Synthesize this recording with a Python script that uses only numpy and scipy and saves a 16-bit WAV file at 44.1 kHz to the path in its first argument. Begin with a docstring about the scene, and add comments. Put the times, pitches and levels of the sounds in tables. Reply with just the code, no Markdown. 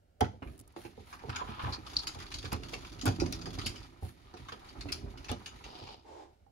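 """A pleated folding door in a small camper: enveloped noise bands, decaying modes and friction grains. The
catch lets go with a jolt and a knock, and fingers tick off the handle. As the door is drawn, gliders scrape,
squeak and catch on the track. Pleats snap open one after another and rustle while the hanging panel sways and
bumps; the snaps ring on in the cabin. The last folds rub taut, and a faint breath follows."""
import sys
import numpy as np
from scipy import signal
from scipy.fft import rfft, irfft, next_fast_len
from scipy.io import wavfile
from scipy.ndimage import uniform_filter1d, map_coordinates

SR = 44100
rng = np.random.default_rng(int(sys.argv[2]) if len(sys.argv) > 2 else 0)


def master(y):
    """Save y as 16-bit WAV."""
    cut = np.clip(np.atleast_2d(y).T, -1, 1)
    pcm = np.round(cut * 32767)  # scale
    wavfile.write(sys.argv[1], SR, pcm.astype(np.int16))


N = 287091
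TIME = np.arange(N) / SR
AGE = np.arange(2 * SR // 5) / SR  # time since a blow [s]
TOP_HZ = 15750  # upper band limit of the receiver

# Levels in the tables are relative: each source adds its own offsets.
# Quiet air of the cabin: (frequency [Hz], density [dB per Hz])
AIR_SPECTRUM = [(15, -30.5), (25, -5), (76, 8), (123, -6), (270, -13), (531, -16), (695, -16.5),
                (1160, -33), (1440, -28.5), (16000, -44.5)]
AIR_DB = -66.5
# How hard the door is moved: (time [s], effort [dB])
PULL_EFFORT = [(0.3, -76), (0.38, -83.5), (1.08, -64), (1.51, -53), (1.74, -49), (1.82, -62), (1.92, -51),
               (2.21, -56.5), (2.43, -63.5), (2.75, -62), (3.09, -58), (3.2, -60.5), (3.66, -56),
               (3.83, -59.5), (4.08, -74.5), (4.31, -65.5), (4.44, -60.5), (5.75, -58), (5.92, -62),
               (6.02, -76)]
STEADY_PULL_DB = -58
HALF_OPEN_S, SLACK_S = 3.33, 0.61  # when the panel hangs loosest, and for how long either side
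# Panel set swinging by the latch or a tug: (time [s], length [s], level [dB])
SWINGS = [(0.45, 0.05, -49), (2.2, 0.54, -51.5), (3.193, 0.077, -38), (4.749, 0.37, -46)]
# Swaying panel, flexing folds, crinkling skin: (frequency [Hz], density [dB per Hz])
SWAY_SPECTRUM = [(20, -30), (48, 3.5), (96, -4), (115, -2), (172, -16.5), (237, -12), (270, -9.5),
                 (319, -13), (414, -13.5), (436, -29), (550, -23.5), (720, -23.5), (1210, -120)]
FLEX_SPECTRUM = [(260, 1), (450, -3.5), (661, -5.5), (810, 3.5), (1100, -1.5), (1300, 3.5), (2160, -15),
                 (2400, -5.5), (3120, -32), (5280, -120)]
RUSTLE_SPECTRUM = [(1180, -17.5), (2000, -2.5), (2510, -4.5), (4860, -6), (5440, -13), (6590, -9.5),
                   (7770, -21.5), (11500, -15), (12700, -29), (16000, -27.5)]
# Modes of the half-open hollow panel: (frequency [Hz], level [dB], 60 dB decay time [s])
HOLLOW_MODES = [(95.9, 0, 0.23), (168.7, -4.5, 0.35), (263.1, -4, 0.3), (328.6, 2.5, 0.11)]
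# Modes of the whole panel swinging after a bump: (frequency [Hz], level [dB], 60 dB decay time [s])
THUMP_MODES = [(63, -12, 0.22), (89.4, 0, 0.2), (120.8, -4, 0.22)]
# Gliders dragging on the track: (time [s], length [s], level [dB], rasp over that level [dB])
DRAGS = [(1.324, 0.054, -47.5, -5.5), (1.389, 0.032, -45, -23), (1.473, 0.12, -51, -7.5),
         (1.591, 0.014, -40.5, -13), (1.64, 0.051, -44, -23), (4.241, 0.3, -69, -2)]
# Friction of the gliders on the track: (frequency [Hz], density [dB per Hz])
TRACK_SPECTRUM = [(320, -59), (550, -25.5), (851, -30), (1020, -0.5), (1130, -11.5), (1780, -15),
                  (1970, -32), (2240, -21.5), (2630, -26.5), (3300, -39), (5420, -48), (15400, -120)]
# Resonances of the track channel: (frequency [Hz], width [Hz], level [dB])
CHANNEL_PEAKS = [(867, 25, 1.5), (977, 31, 1), (1063, 24, -2.5), (1220, 14, 0.5), (1312, 16, -1),
                 (1414, 50, -8.5), (2500, 130, -28), (3240, 420, -14.5)]
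# Main scrape resonance, shifting as the gliders tilt in the track: (time [s], frequency [Hz])
SCRAPE_PITCH = [(1.33, 1200), (1.385, 1560), (1.42, 1000), (1.53, 1350), (1.605, 1050), (1.635, 1320),
                (1.68, 1080), (4.25, 1220)]
# Last folds rubbing as they pull taut: (time [s], length [s], level [dB])
STRETCH = (5.639, 0.29, -53.5)
# Folds rubbing, skin brushing: (frequency [Hz], density [dB per Hz])
FOLD_SPECTRUM = [(200, 4.5), (380, 10.5), (550, 2), (850, 10), (1700, -15), (2600, -1.5), (4800, 2.5),
                 (6200, -13), (9000, -30), (16000, -51)]
SKIN_SPECTRUM = [(2000, 0.5), (5000, -5.5), (8000, -13.5), (11000, -2.5), (13500, -17.5), (16000, -16.5)]
# Fingers and palm sliding round the post: (time [s], length [s], level [dB])
HAND_RUBS = [(0.43, 0.12, -68), (0.758, 0.11, -60), (1.053, 0.099, -62), (4.007, 0.087, -59)]
# A faint breath as the door comes to rest: (time [s], length [s], level [dB])
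FAINT_BREATH = (6.04, 0.19, -53.5)
# The faint breath: (frequency [Hz], density [dB per Hz])
BREATH_SPECTRUM = [(88, -55.5), (200, -20), (341, 0.5), (702, -10.5), (821, -3.5), (1240, -20),
                   (2100, -24.5), (3620, -28), (6640, -30), (16000, -59)]
# Gliders squeaking on the rail: (time [s], level [dB], length [s])
SQUEAKS = [(1.723, -43.5, 0.038), (1.9655, -29.5, 0.0097), (1.983, -41.5, 0.029), (1.988, -43, 0.016),
           (3.646, -48.5, 0.043)]
RAIL_HZ, RAIL_WIDTH_HZ = 4440, 920  # the resonance that a squeak rings
# One glider jumping free: (time [s], peak level [dB], frequency [Hz], half length [s])
GLIDER_PING = (1.9678, -14, 4400, .0006)
# Tiny dry ticks as the fingers leave the handle: (time [s], level [dB])
FINGER_TICKS = [(0.5786, -50), (0.5921, -44), (0.599, -42.5), (0.6114, -46.5), (0.6774, -49), (0.7233, -58)]
# Dry, glassy cracks at the peaks of the hardest snaps: (time [s], level [dB])
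CRACKS = [(0.2078, -34.5), (2.0758, -38), (2.5295, -31), (3.0565, -29.5), (3.0638, -34.5), (3.0795, -38.5),
          (3.325, -35), (3.663, -41.5), (4.9208, -36.5), (5.316, -35.5)]
# Ticks and cracks: (frequency [Hz], density [dB per Hz])
CRACK_SPECTRUM = [(2000, -11.5), (5000, -8.5), (11500, 1.5), (13500, -23.5), (15000, -6), (16300, -14)]
# The catch and its plate: (frequency [Hz], density [dB per Hz])
CATCH_SPECTRUM = [(76, -29), (130, -14), (230, 8.5), (345, -6.5), (510, -2.5), (640, -1.5), (872, 1.5),
                  (1010, -16.5), (1770, -15), (2120, -29.5), (3120, -53), (5280, -67)]
# Modes of the door jamb: (frequency [Hz], level [dB], 60 dB decay time [s])
JAMB_MODES = [(100.5, -1.5, 0.39), (422, -1, 0.13), (740, 2, 0.09), (1325, -13.5, 0.22), (2060, -15, 0.2)]
# Leading post and panel bumping: (time [s], level [dB], weight [dB], pitch of the struck spot [Hz],
# its ring over the level [dB]); heavy bumps thump, light ones clack
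KNOCKS = [(0.209, -28.5, 6.5, 750, -3), (0.332, -50.5, 4, 515, 0), (0.421, -41, 2.5, 275, 3),
          (0.764, -45, -25, 344, 7.5), (0.849, -43.5, -7, 341, 6), (0.977, -44.5, -4, 426, -0.5),
          (1.238, -39.5, -2, 447, -5), (1.286, -37.5, 6, 116, 6.5), (1.415, -42.5, -28, 1006, 11.5),
          (1.487, -44.5, 5.5, 221, 7.5), (1.636, -40, 12, 124, 11.5), (1.673, -33.5, 4, 849, -8),
          (1.783, -48.5, 2.5, 315, 8), (2.157, -43, 5.5, 825, -2.5), (2.441, -38.5, 4.5, 305, -5),
          (2.522, -28.5, 1.5, 331, -8), (2.732, -42.5, -24.5, 465, 0.5), (3.034, -44, -8.5, 266, 14),
          (3.055, -29, -5, 269.5, 7.5), (3.074, -24, 1, 115, 4), (3.186, -37, 6, 311, 7.5),
          (3.219, -29, -0.5, 340.6, 9.5), (3.466, -36, 2.5, 348, -2.5), (3.577, -40.5, 6, 290, 5.5),
          (3.66, -44, 12.5, 227, 10.5), (4.025, -37.5, 7, 90, 4.5), (4.341, -45.5, -15, 352, 3),
          (4.397, -54, 13, 116, 11.5), (4.521, -43, -12, 1260, 2), (4.857, -42.5, 0, 284, 6.5),
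          (5.295, -38.5, 9, 826, -0.5), (5.315, -32.5, 0, 245, 3), (5.813, -49.5, 7.5, 339, 6),
          (6.465, -66.5, -18, 797, 8.5)]
# The struck post: (frequency [Hz], density [dB per Hz])
POST_SPECTRUM = [(96, 1), (139, 1), (190, 3), (246, 3), (286, -1.5), (338, -3), (451, -6), (494, -14.5),
                 (648, -32), (732, -25), (904, -30), (975, -35), (1300, -38.5), (1690, -52), (2860, -120)]
# Pleats snapping open: (time [s], level [dB], brightness [dB], the pleat's own pitch [Hz])
PLEAT_SNAPS = [(0.2066, -32.5, 5, 1770), (0.2419, -38, -3.5, 1310), (0.421, -47.5, -13, 1230),
               (0.472, -52.5, -8, 2360), (0.7622, -45, -1, 1060), (0.848, -44, -1.5, 2290),
               (1.1267, -37.5, -4, 975), (1.191, -48, -1, 1620), (1.293, -34, -3, 1298),
               (1.3581, -31, 2.5, 1400), (1.729, -33.5, -3, 4320), (1.864, -39, 3.5, 1230),
               (2.0689, -28.5, 2.5, 4670), (2.073, -37.5, 10.5, 3900), (2.2, -39, 2, 1480),
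               (2.22, -41.5, -2.5, 1500), (2.263, -43, -0.5, 4500), (2.316, -36, 4.5, 2310),
               (2.3397, -33, 6.5, 4550), (2.384, -39, 7.5, 5230), (2.426, -42, 0, 4790),
               (2.4484, -33.5, -1.5, 3920), (2.517, -32.5, -0.5, 1190), (2.528, -31.5, 0, 1070),
               (2.632, -38.5, 1, 4360), (2.7337, -30.5, 2.5, 2420), (2.846, -41.5, -3, 2550),
               (2.991, -46, 3.5, 2750), (3.012, -34, 4, 6780), (3.054, -29, 0.5, 890),
               (3.062, -26, 1, 1420), (3.0755, -28, 1, 765), (3.1981, -27.5, 0, 5000),
               (3.258, -38.5, 6, 1146), (3.3234, -33, 7, 5200), (3.413, -39, 3, 4830),
               (3.456, -34.5, 0, 4800), (3.5847, -30.5, -1, 4560), (3.6124, -35, 1, 3100),
               (3.6603, -27.5, 7, 4970), (3.757, -41, 4, 2930), (3.777, -44, 1.5, 5030),
               (3.829, -48, 5, 4700), (4.338, -46, 0.5, 1290), (4.368, -50, 6, 1290),
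               (4.4842, -37.5, -3, 1210), (4.5192, -37.5, -3, 2690), (4.687, -47.5, 6, 4800),
               (4.807, -36, 3, 4470), (4.886, -36.5, -3, 2600), (4.92, -28.5, 5.5, 5120),
               (5.173, -46.5, 7.5, 1380), (5.243, -44, 6.5, 2570), (5.2841, -36.5, 1, 2800),
               (5.291, -32.5, -0.5, 3450), (5.3133, -33, -0.5, 3750), (5.459, -35.5, 7.5, 2500),
               (5.639, -40, 3.5, 2920), (5.869, -44, -3, 2460)]
# A snapping pleat: (frequency [Hz], density [dB per Hz])
PLEAT_SPECTRUM = [(410, -22), (750, -12.5), (1210, -3), (2000, -10.5), (2490, -6.5), (3940, -6),
                  (4920, -1.5), (5400, -10.5), (6570, -8), (7790, -24.5), (11100, -17.5), (13300, -34.5),
                  (16000, -28)]
# Two microphone ports: (frequency [Hz], likeness [0-1], phase of left [rad], left over right [dB])
PORT_FIELD = [(96.3, 0.96, 0.48, -2.5), (306, 0.99, 0.79, -7.5), (455, 0.86, 0.5, -7.5),
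              (606, 0.42, 2.53, -1.5), (1210, 0.43, 1.9, 1), (1560, 0, 3.97, -3), (2364, 0.5, 6.3, -3.5),
              (3130, 0, 5.97, 0), (4460, 0.1, 5.13, 1.5), (7600, 0.2, 6.1, 5), (10700, 0.3, 17, -3),
              (12260, 0.5, 7.7, 2.5), (14350, 0.6, 4, -0.5)]
# Narrow peaks and dips given to every sound: (frequency [Hz], width [Hz], level [dB])
COLOUR_PEAKS = [(289, 23, -0.5), (670, 36, -2), (742, 34, 3.5), (5800, 170, 5), (6050, 420, -8),
                (7100, 500, 0), (7680, 220, -2.5)]


def amp(db):
    """Amplitude ratio of a level in dB."""
    return 10 ** (np.asarray(db) / 20)


def unit(x):
    """Normalisation to an rms of 1."""
    return x / np.sqrt(np.mean(x ** 2) + 1e-20)


def fade(t60):
    """Exponential damping: a fall of 60 dB in t60 seconds."""
    return np.exp(-np.log(1000) * AGE / t60)


def rise(seconds):
    """Finite contact time: a blow starts softly."""
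    return 1 - np.exp(-AGE / max(seconds, 1 / SR))


def along(points, hz):
    """Interpolation of (frequency, value) points on a logarithmic axis."""
    f, v = np.transpose(points)
    return np.interp(np.log(hz + 1), np.log(f + 1), v)


def filtered(x, response):
    """Linear filtering: the spectrum of x times a response of frequency."""
    size = x.shape[-1]
    padded = next_fast_len(size + SR // 20, True)
    hz = np.fft.rfftfreq(padded, 1 / SR)
    return irfft(rfft(x, padded) * response(hz), padded)[..., :size]


def coloured(x, spectrum, ripple_db=2, spacing_hz=110):
    """Modal density: a given spectrum rippled by many close resonances, at rms 1."""
    knots = rng.standard_normal(2048)

    def response(hz):
        ripple = np.interp(hz / spacing_hz, np.arange(len(knots)), knots)
        depth_db = ripple_db * np.minimum(hz / 1000, 1)  # less ripple below 1 kHz
        return amp(along(spectrum, hz) + depth_db * ripple)
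    return unit(filtered(x, response))


def band(x, lo, hi):
    """Band-pass filtering with sloping edges, at rms 1."""
    def response(hz):
        low_edge = 1 + (lo / (hz + 1)) ** 14
        high_edge = 1 + (hz / hi) ** 14
        return 1 / np.sqrt(low_edge * high_edge)
    return unit(filtered(x, response))


def bandpass(hz, centre, width):
    """Complex response of one damped resonator, 1 at its centre."""
    return 1j * hz * width / (centre * centre - hz * hz + 1j * hz * width)


def resonant(x, peaks):
    """Resonators in parallel excited by x, at rms 1."""
    return unit(filtered(x, lambda hz: sum(amp(db) * bandpass(hz, c, w) for c, w, db in peaks)))


def ringing(modes, size=1):
    """Modal decay, each mode at its own phase; a larger part rings lower."""
    out = 0
    for hz, db, t60 in modes:
        cycles = hz / size * AGE + rng.random((2, 1))
        out = out + amp(db) * fade(t60) * np.sin(2 * np.pi * cycles)
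    return out


def noise(size=N):
    """Two uncorrelated white noises: one for the shared field, one for the diffuse field."""
    return rng.standard_normal((2, size))


def wobble(rate):
    """Slow random modulation: a smooth curve with rate knots a second."""
    return map_coordinates(rng.standard_normal(int(TIME[-1] * rate) + 4), [TIME * rate])


def steady(x):
    """Levelling the slow beats of close modes, so that a blow starts at its full strength."""
    return x / np.sqrt(np.abs(uniform_filter1d(x ** 2, size=SR // 40)) + 1e-9)


def grains(spectrum, rate, spread_db, t60, smooth):
    """Stick-slip friction: random uneven slips, each ringing briefly, over smooth rubbing."""
    sizes = amp(spread_db * np.minimum(rng.exponential(size=N), 4))
    slips = (rng.random(N) < rate / SR) * sizes  # rate is slips a second
    power = np.abs(signal.fftconvolve(slips ** 2, fade(t60) ** 2)[:N])
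    return coloured(noise() * np.sqrt(power / power.mean() + smooth), spectrum)


def stroke(s, length, db, attack, release):
    """Envelope of one rub: it swells, holds and dies away."""
    swell = 1 - np.exp(-np.maximum(TIME - s, 0) / attack)
    return amp(db) * swell * np.exp(-np.maximum(TIME - s - length, 0) / release)


def shifting(pitch, width_hz):
    """Narrow-band noise on a moving carrier: a rubbed resonance follows a pitch curve, at rms 1."""
    phase = 2 * np.pi * np.cumsum(np.interp(TIME, *np.transpose(pitch))) / SR
    pair = [wobble(width_hz) * np.cos(phase) + wobble(width_hz) * np.sin(phase) for _ in range(2)]
    return unit(np.array(pair))


def effort(s):
    """Driving force at time s, in dB over a steady pull."""
    return np.interp(s, *np.transpose(PULL_EFFORT)) - STEADY_PULL_DB


def slack(s):
    """Freedom of the panel, 0-1: it swings and rings most freely when half open."""
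    return 1 / np.hypot(1, (s - HALF_OPEN_S) / SLACK_S)


def add(out, s, sound):
    """Superposition: mix a sound in at time s."""
    start = int(np.clip(round(s * SR), 0, N - 1))
    out[:, start:start + sound.shape[-1]] += sound[..., :N - start]


def cabin():
    """Stationary background noise: the quiet air of the cabin."""
    return amp(AIR_DB) * coloured(noise(), AIR_SPECTRUM)


def panel(sway_db=-57, slack_db=10, drum_db=-6, flex_db=-61, rustle_db=-64,
          sway_grows=0.59, flex_grows=0.92, rustle_grows=0.73, stop_s=0.28, settle_s=0.083):
    """Forced vibration: the pull sways and drums the panel, flexes folds, crinkles skin; tugs swing it."""
    pull = effort(TIME)  # each part grows by its own share of these dB
    start, end = PULL_EFFORT[0][0], PULL_EFFORT[-1][0]
    moving = stroke(start, end - start, 0, attack=0.015, release=stop_s)
    swings = sum(stroke(*row, attack=0.0095, release=settle_s) for row in SWINGS)
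    pulled = moving * amp(sway_db + sway_grows * pull + slack_db * slack(TIME) ** 2)
    sway = grains(SWAY_SPECTRUM, rate=49, spread_db=1.5, t60=0.19, smooth=0.51)
    drum = unit(signal.fftconvolve(noise(), ringing(HOLLOW_MODES), axes=1)[:, :N])
    low = np.hypot(pulled, swings) * (sway + amp(drum_db) * slack(TIME) * drum)
    flexing = grains(FLEX_SPECTRUM, rate=95, spread_db=1.0, t60=0.08, smooth=0.1)
    folds = amp(flex_db + flex_grows * pull) * flexing
    rustling = grains(RUSTLE_SPECTRUM, rate=150, spread_db=3.0, t60=0.19, smooth=0.093)
    skin = amp(rustle_db + rustle_grows * pull) * rustling
    return low + moving * (folds + skin)


def hand_on_post(hand_db=-1):
    """Skin friction: fingers and palm brush round the post in many fine slips."""
    rubs = sum(stroke(*row, attack=0.015, release=0.032) for row in HAND_RUBS)
    return amp(hand_db) * rubs * grains(SKIN_SPECTRUM, rate=2500, spread_db=4.5, t60=0.0068, smooth=0.41)


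def folds_stretching():
    """Friction between surfaces: the last folds rub as they pull taut."""
    fibres = grains(FOLD_SPECTRUM, rate=600, spread_db=3, t60=0.025, smooth=0.2)
    return stroke(*STRETCH, attack=0.0037, release=0.046) * fibres


def faint_breath():
    """Evenly coloured noise: a faint soft breath follows as the door comes to rest."""
    return stroke(*FAINT_BREATH, attack=0.028, release=0.046) * coloured(noise(), BREATH_SPECTRUM)


def gliders_on_track(grate_db=-7.5, ring_db=-5.5, shift_db=-6.0, judder_db=1.5,
                     handover_rate=2.18, grip_s=0.0052, let_go_s=0.027):
    """Stick-slip excitation of a resonator: gliders grate and rasp along the track and ring it."""
    grate = sum(stroke(s, length, db, grip_s, let_go_s) for s, length, db, _ in DRAGS)
    rasp = sum(stroke(s, length, db + over, grip_s, let_go_s) for s, length, db, over in DRAGS)
    # the weight passes between two gliders, each with its own resonances
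    load = 2 * np.pi * handover_rate * TIME
    first, second = (grains(TRACK_SPECTRUM, rate=350, spread_db=3.5, t60=0.02, smooth=0.15)
                     for _ in range(2))
    scrape = np.cos(load) * first + np.sin(load) * second
    grating = amp(grate_db) * band(scrape, 400, 3400)
    grating = grating + amp(ring_db) * band(resonant(noise(), CHANNEL_PEAKS), 570, 3800)
    grating = grating + amp(shift_db) * shifting(SCRAPE_PITCH, width_hz=170)
    judder = unit(amp(judder_db * wobble(110)))  # stick and slip
    return judder * (grate * grating + rasp * band(scrape, 3140, 5400))


def squeaks(tail_db=-18, tail_t60=0.41):
    """Friction-driven resonance: sticking gliders chatter into the rail's resonance."""
    out = np.zeros((2, N))
    rail = [(RAIL_HZ, RAIL_WIDTH_HZ, 0)]
    for s, db, length in SQUEAKS:
        chatter = resonant(resonant(noise(len(AGE)), rail), rail)  # twice, for steeper skirts
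        held = np.exp(-(AGE / length) ** 4)
        add(out, s, amp(db) * chatter * rise(0.0012) * (held + amp(tail_db) * fade(tail_t60)))
    return out


def ping():
    """Sudden release: one glider jumps free in a few sharp cycles, in the shared field only."""
    s, db, hz, width = GLIDER_PING
    since = TIME - s
    burst = np.exp(-0.5 * (since / width) ** 2) * np.sin(2 * np.pi * hz * since)
    return amp(db) * np.array([burst, np.zeros(N)])


def ticks_and_cracks(tick_db=-8, tick_t60=0.022, crack_db=-2, crack_t60=0.011):
    """Impulsive excitation with heavy damping: faint finger ticks and hard cracks, close and dry."""
    out = np.zeros((2, N))
    for rows, level_db, t60 in ((FINGER_TICKS, tick_db, tick_t60), (CRACKS, crack_db, crack_t60)):
        for s, db in rows:
            add(out, s, amp(db + level_db) * coloured(noise(len(AGE)), CRACK_SPECTRUM) * fade(t60))
    return out


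def latch(s=0.2085, jamb_db=-33, catch_db=-31.5, hold_s=0.028, plate_db=-6, plate_t60=0.3):
    """Release of a stressed contact: the catch scrapes free in a jolt; its plate and the jamb ring on."""
    out = np.zeros((2, N))
    jolt = np.exp(-(AGE / hold_s) ** 4) + amp(plate_db) * fade(plate_t60)
    scrape = steady(coloured(noise(len(AGE)), CATCH_SPECTRUM))
    add(out, s, amp(catch_db) * scrape * rise(0.00054) * jolt)
    add(out, s, amp(jamb_db) * rise(0.00059) * ringing(JAMB_MODES))
    return out


def knocks(spot_db=-3, spot_t60=0.12, spot_rise=0.00089, knock_db=-12.5, knock_t60=0.4,
           clack_db=-8, clack_t60=0.16, clack_loss=0.24, muffle_db=4, rise_s=0.0003,
           hollow_db=-9, hollow_rise=0.0026, swing_rise=0.0064):
    """Impact on coupled bodies: post and struck spot sound at once; the hollow panel follows, thumping."""
    out = np.zeros((2, N))
    for s, db, weight, hz, ring in KNOCKS:
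        modes = coloured(noise(len(AGE)), POST_SPECTRUM, ripple_db=6, spacing_hz=70)
        thump = ringing(THUMP_MODES, size=np.exp(rng.normal(0, 0.06))) * rise(swing_rise) ** 2
        knock = steady(band(modes, 160, 430)) * rise(rise_s) * fade(knock_t60)
        clack = steady(band(modes, 602, 1000)) * rise(rise_s) * fade(clack_t60)
        spot = rise(spot_rise) * ringing([(hz, ring, spot_t60)])
        hollow = slack(s) * ringing(HOLLOW_MODES) * rise(hollow_rise)
        # heavy bumps and a loose panel clack less
        clack_level = db - clack_loss * weight - muffle_db * slack(s) + clack_db
        add(out, s, amp(db + weight) * thump)
        add(out, s, amp(db + knock_db) * knock)
        add(out, s, amp(clack_level) * clack)
        add(out, s, amp(db + spot_db) * spot)
        add(out, s, amp(db + hollow_db) * hollow)
    return out


def rattle(level_db=-59, start=1.85, length=1.796):
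    """Random impacts in clusters: lesser pleats and loose gliders tick, more strongly with the pull."""
    ticking = grains(PLEAT_SPECTRUM, rate=160, spread_db=3, t60=0.06, smooth=0)
    clustered = unit(ticking * amp(3 * wobble(22)))
    gain = stroke(start, length, level_db, attack=0.02, release=0.084)
    return gain * amp(effort(TIME) / 2) * clustered


def pleat_snaps(own_db=-13, own_width_hz=260, own_t60=0.11, body_db=-13.0, body_t60=0.11,
                snap_db=-11, snap_t60=0.073, tip_db=-28, tip_t60=0.14, tip_grows=0.84, firm_db=-30,
                cabin_db=-13, cabin_t60=0.3, crackle_db=3.0, rise_s=0.0022):
    """Snap-through buckling: a crackle at the pleat's pitch, harder being brighter; the cabin rings on."""
    out = np.zeros((2, N))
    for s, db, bright, hz in PLEAT_SNAPS:
        modes = coloured(noise(len(AGE)), PLEAT_SPECTRUM, ripple_db=5, spacing_hz=180)
        own = resonant(modes, [(hz, own_width_hz, 0)])
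        flicker = unit(uniform_filter1d(rng.standard_normal(len(AGE)), size=40))
        crackle = unit(amp(crackle_db * flicker))
        tail = amp(cabin_db) * fade(cabin_t60)

        def shape(t60):
            return rise(rise_s) * np.hypot(crackle * fade(t60), tail)
        tip = db + bright + tip_grows * (db - firm_db)  # firm snaps gain the most top
        add(out, s, amp(db + own_db) * own * rise(rise_s) * crackle * fade(own_t60))
        add(out, s, amp(db - bright + body_db) * band(modes, 730, 2416) * shape(body_t60))
        add(out, s, amp(db + bright + snap_db) * band(modes, 2090, 9000) * shape(snap_t60))
        add(out, s, amp(tip + tip_db) * band(modes, 6450, TOP_HZ) * shape(tip_t60))
    return out


def ports(pair):
    """Spatial coherence: shared and diffuse fields reach two spaced ports in unlike phase and level."""
    def response(hz, sign):
        alike, phase, tilt_db = (along([(row[0], row[k]) for row in PORT_FIELD], hz) for k in (1, 2, 3))
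        alike = np.clip(alike, 0, 0.97)
        shares = np.sqrt([1 + alike, 1 - alike] / (1 + alike * np.cos(phase)))
        shares = shares * [[1], [sign]]  # the diffuse part is opposite at the two ports
        return shares * np.exp(sign * 1j * phase / 2) * amp(sign * tilt_db / 2)
    left, right = (filtered(pair, lambda hz: response(hz, sign)).sum(axis=0) for sign in (1, -1))
    return np.array([left, right])


def scene():
    """Superposition of the cabin and every part of the door, heard at the two ports."""
    friction = hand_on_post() + folds_stretching() + faint_breath() + gliders_on_track() + squeaks()
    blows = ping() + ticks_and_cracks() + latch() + knocks() + rattle() + pleat_snaps()
    return ports(cabin() + panel() + friction + blows)


def record(dry):
    """Linear transmission: cabin and receiver colour all alike; nothing passes above the band limit."""
    def response(hz):
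        peaks = [1 + (amp(db) - 1) * bandpass(hz, c, w) for c, w, db in COLOUR_PEAKS]
        return np.prod(peaks, axis=0) * (hz < TOP_HZ)
    return filtered(dry, response)


dry = scene()
out = record(dry)
master(out)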